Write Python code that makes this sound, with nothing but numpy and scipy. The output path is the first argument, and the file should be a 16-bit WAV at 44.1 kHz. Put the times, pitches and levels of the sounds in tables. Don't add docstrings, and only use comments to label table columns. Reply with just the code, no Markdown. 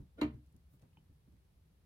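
import sys
import numpy as np
from scipy import signal
from scipy.fft import rfft, irfft
from scipy.io import wavfile

SR = 44100
rng = np.random.default_rng(int(sys.argv[2]) if len(sys.argv) > 2 else 0)


def output_pcm(signal):
    pcm = np.clip(np.atleast_2d(signal).T, -1, 1) * 32767
    wavfile.write(sys.argv[1], SR, np.round(pcm).astype(np.int16))


N = 81585
T = np.arange(N) / SR
DIFFUSE_HZ = 1107
SNAP_ATTACK_S = 0.0021

# start_s, snap_db, panel_ring_db
CLICKS = [(0.2128, -34.5, -39.5), (0.2303, -45.5, -51)]


def amp(db):
    return 10 ** (np.asarray(db) / 20)


def on_log(hz, points, axis=1):
    table = np.array(points, float)
    return np.interp(np.log(hz + 1e-9), np.log(table[:, 0]), table[:, axis])


def colour(x, points):
    gain = amp(on_log(np.fft.rfftfreq(N, 1 / SR), points))
    y = irfft(rfft(x) * gain, N)
    return y / y.std()


def noise(points, wide_hz):
    mid, side = rng.standard_normal((2, N))
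    width = np.clip(np.fft.rfftfreq(N, 1 / SR) / wide_hz, .15, 1)
    side = irfft(rfft(side) * width, N)
    return colour(np.array([mid + side, mid - side]), points)


def fade(start, attack, t60):
    age = np.maximum(T - start, 0)
    rise = np.minimum(age / attack, 1)
    return rise * np.exp(-np.log(1000) * age / t60)


def ring(start, hz, t60, attack, pan_db=0):
    skew = min((hz / DIFFUSE_HZ) ** 2, 1) * rng.choice([-1, 1]) * rng.uniform(0.58, 1)
    sides = np.array([[1], [-1]])
    wave = np.sin(2 * np.pi * hz * (T - start) + sides * skew)
    return amp(sides * pan_db / 2) * wave * fade(start, attack, t60)


def snaps():
    # pitch_hz, level_db
    snap_colour = [(300, 15.5), (600, 6), (1300, 5.5), (1650, -1), (2200, 4), (2900, 2), (3450, -1),
                   (4200, -0.5), (5300, -14), (7000, -10.5), (8500, -14.5), (11300, -19.5), (13200, -18),
                   (15500, -23)]
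    snap_t60_s, tail_t60_s, tail_db = .018, 0.099, -7
    left_lag_s, diffuse_db = .0002, -6.5
    out = 0
    for start, db, _ in CLICKS:
        tail = amp(tail_db) * fade(start, SNAP_ATTACK_S, tail_t60_s)
        shape = fade(start, SNAP_ATTACK_S, snap_t60_s) + tail
        direct = colour(rng.standard_normal(N), snap_colour)
        crack = np.array([np.roll(direct, int(left_lag_s * SR)), direct])
        crack = crack + amp(diffuse_db) * noise(snap_colour, DIFFUSE_HZ)
        out = out + amp(db) * shape * crack
    return out


def scrape():
    # pitch_hz, level_db
    scrape_colour = [(120, -15), (300, 16), (420, 2), (600, 15), (900, -17.5), (1200, -10.5), (1430, -6.5),
                     (1800, -14.5), (3500, -15), (5500, -34), (15000, -36)]
    # pitch_hz, level_db, t60_s
    rim_modes = [(560, 0, .09), (640, -2, .08), (1430, 0, .06)]
    start_s, ramp_s, fade_from_s = 0.172, 0.026, .209
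    scrape_db, catches_per_s, catch_t60_s = -52.5, 1300, 0.026
    rim_s, rim_db, rim_attack_s = .180, -48, 0.013

    catches = (rng.random(N) < catches_per_s / SR) * rng.standard_normal(N)
    grain = noise(scrape_colour, DIFFUSE_HZ) * fade(0, 0.00025, catch_t60_s)
    rough = signal.fftconvolve(catches[None], grain, axes=1)[:, :N]
    rise = np.clip((T - start_s) / ramp_s, 0, 1)
    fall = np.clip((fade_from_s - T) / ramp_s + 1, 0, 1)
    sliding = rise * fall
    rim = sum(amp(db) * ring(rim_s, hz, t60, rim_attack_s) for hz, db, t60 in rim_modes)
    return amp(scrape_db) * sliding * rough / rough.std() + amp(rim_db) * rim


def knock(start):
    # pitch_hz, level_db, t60_s
    case_modes = [(68, -22, .55), (129, -20, .55), (156, -16, .32), (227, -14, .3), (252, -15, .28),
                  (297, 1, .125), (302, -18, .36), (364, -16, .17), (436, -19, .22)]
    return sum(amp(db) * ring(start, hz, t60, .002) for hz, db, t60 in case_modes)


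def case():
    # start_s, level_db
    landings = [(0.2187, -23.3), (0.2355, -33.5)]
    # pitch_hz, level_db, t60_s
    barrel_modes = [(2950, 0, .022), (3950, 1, .028), (4237, 2, .03), (6780, -18, .05), (7190, -17, .05),
                    (10450, -22, .05), (11500, -17, .05), (12320, -23, .05)]
    # pitch_hz, level_db, t60_s, left_minus_right_db
    panel_modes = [(499, -10, .17, 4), (601, -2, .17, -3), (665, -2, .13, -2), (790, -8, .16, 7),
                   (941, -1, .18, 1), (989, 1, .11, 4), (1214, -4, .14, 4), (1345, -4, .14, 1),
                   (1785, -14, .15, 0), (2082, -4, .11, -6), (2324, -3, .12, 1), (2766, -4, .12, -3),
                   (3130, -11, .1, -2), (3924, -8, .08, -3)]
    entry_s, entry_db = .1862, -45.5
    barrel_db, panel_attack_s = -5.5, 0.0048
    out = amp(entry_db) * knock(entry_s)
    out = out + sum(amp(db) * knock(start) for start, db in landings)
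    for start, snap_db, panel_db in CLICKS:
        ping = sum(amp(db) * ring(start, hz, t60, SNAP_ATTACK_S) for hz, db, t60 in barrel_modes)
        panels = sum(amp(db) * ring(start, hz, t60, panel_attack_s, pan_db)
                     for hz, db, t60, pan_db in panel_modes)
        out = out + amp(snap_db + barrel_db) * ping + amp(panel_db) * panels
    return out


def rocking():
    # start_s, level_db, lowest_mode_extra_db
    rocks = [(0.931, -74.5, -6), (0.9713, -61, 2.5)]
    # pitch_hz, level_db, t60_s
    plug_modes = [(880, 0, .028), (2550, 1, .018), (2780, -1, .018), (3020, -7, .075)]
    out = 0
    for start, db, lowest_db in rocks:
        for k, (hz, mode_db, t60) in enumerate(plug_modes):
            level_db = db + mode_db + lowest_db * (k == 0)
            out = out + amp(level_db) * ring(start, hz, t60, 0.00084)
    return out


def grip():
    # start_s, level_db, brightest_hz
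    ticks = [(0.4614, -71, 11100), (0.471, -74, 6700), (0.524, -70.5, 11000), (0.564, -65, 11600),
             (0.795, -70, 3140), (0.818, -68.5, 7100), (0.8225, -66.5, 2000), (1.3224, -75, 5000),
             (1.366, -73.5, 1330)]
    # middle_s, width_s, level_db, tilt_db_per_octave (above 500 Hz)
    rubs = [(0.736, 0.024, -75.5, 8.5), (0.828, 0.014, -74.5, -11.5)]
    skirt_db, tick_t60_s = -6, 0.015
    out = 0
    for start, db, hz in ticks:
        hump = [(hz / 8, 3 * skirt_db), (hz, 0), (hz * 8, 3 * skirt_db)]
        out = out + amp(db) * fade(start, 0.00057, tick_t60_s) * noise(hump, DIFFUSE_HZ)
    for middle, width, db, tilt in rubs:
        skin = [(100, -30), (500, 0), (16000, tilt * np.log2(16000 / 500))]
        swell = np.exp(-.5 * ((T - middle) / width) ** 2)
        out = out + amp(db) * swell * noise(skin, DIFFUSE_HZ)
    return out


def bumps():
    # start_s, level_db, push_length_s
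    pushes = [(0.0, -43.5, 0.0046), (0.149, -58, 0.014), (0.238, -46, 0.0043), (0.338, -44.5, 0.006),
              (0.541, -52, 0.0074), (0.733, -60.5, 0.00056), (0.825, -58.5, 0.0008), (0.974, -61.5, 0.0012),
              (1.094, -57.5, 0.024), (1.274, -52, 0.015), (1.323, -57, 0.0076)]
    # pitch_hz, level_db
    bump_colour = [(30, -15), (70, 1), (170, -0.5), (300, -4), (480, -20), (1000, -25), (3000, -33)]
    attack_s, t60_s = 0.0036, 0.17
    out = 0
    for start, db, push in pushes:
        dulled = [(hz, level - 10 * np.log10(1 + (hz * push * 2) ** 2)) for hz, level in bump_colour]
        out = out + amp(db) * fade(start, attack_s, t60_s) * noise(dulled, DIFFUSE_HZ)
    return out


def room(x):
    # pitch_hz, level_db, t60_s
    echo = [(70.2, 1, 0.31), (147, -4.5, 0.2), (286, -2.5, .34), (560, 3, 0.23), (1200, 0, 0.22),
            (2740, -3, 0.24), (5000, -7.5, 0.18), (12000, -17, 0.084)]
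    rise_s = 0.0042
    hz = np.fft.rfftfreq(N, 1 / SR)
    spread = rfft(noise([(20, 0), (20000, 0.0015)], DIFFUSE_HZ))
    tail = 0
    for centre in 62.5 * 2 ** np.arange(9):
        band = np.maximum(1 - abs(np.log2((hz + 1) / centre)), 0)
        shape = fade(rise_s, rise_s, on_log(centre, echo, axis=2))
        shape = shape / np.sqrt(np.sum(shape ** 2))
        tail = tail + amp(on_log(centre, echo)) * irfft(spread * band, N) * shape
    return signal.fftconvolve(x, tail, axes=1)[:, :N]


def air():
    # pitch_hz, level_db
    air_colour = [(20, -19), (31, -9.5), (45, 1), (70, 7), (105, -4.5), (160, -1.5), (230, -17),
                  (400, -20.5), (700, -28), (1500, -34), (4000, -37), (7400, -43.5), (11000, -38.5),
                  (15500, -45)]
    air_db, wide_hz = -66, 775
    return amp(air_db) * noise(air_colour, wide_hz)


def scene():
    contact = snaps() + scrape() + grip()
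    body = case() + rocking()
    case_echo_db = -12.5
    echo = room(contact + amp(case_echo_db) * body)
    return contact + body + echo + bumps() + air()


def record(dry):
    low_cut_hz, top_hz = 35, 15800
    low_cut = signal.butter(2, low_cut_hz, "high", fs=SR, output="sos")
    top_cut = signal.ellip(8, .2, 70, top_hz, fs=SR, output="sos")
    return signal.sosfilt(top_cut, signal.sosfilt(low_cut, dry))


dry = scene()
out = record(dry)
output_pcm(out)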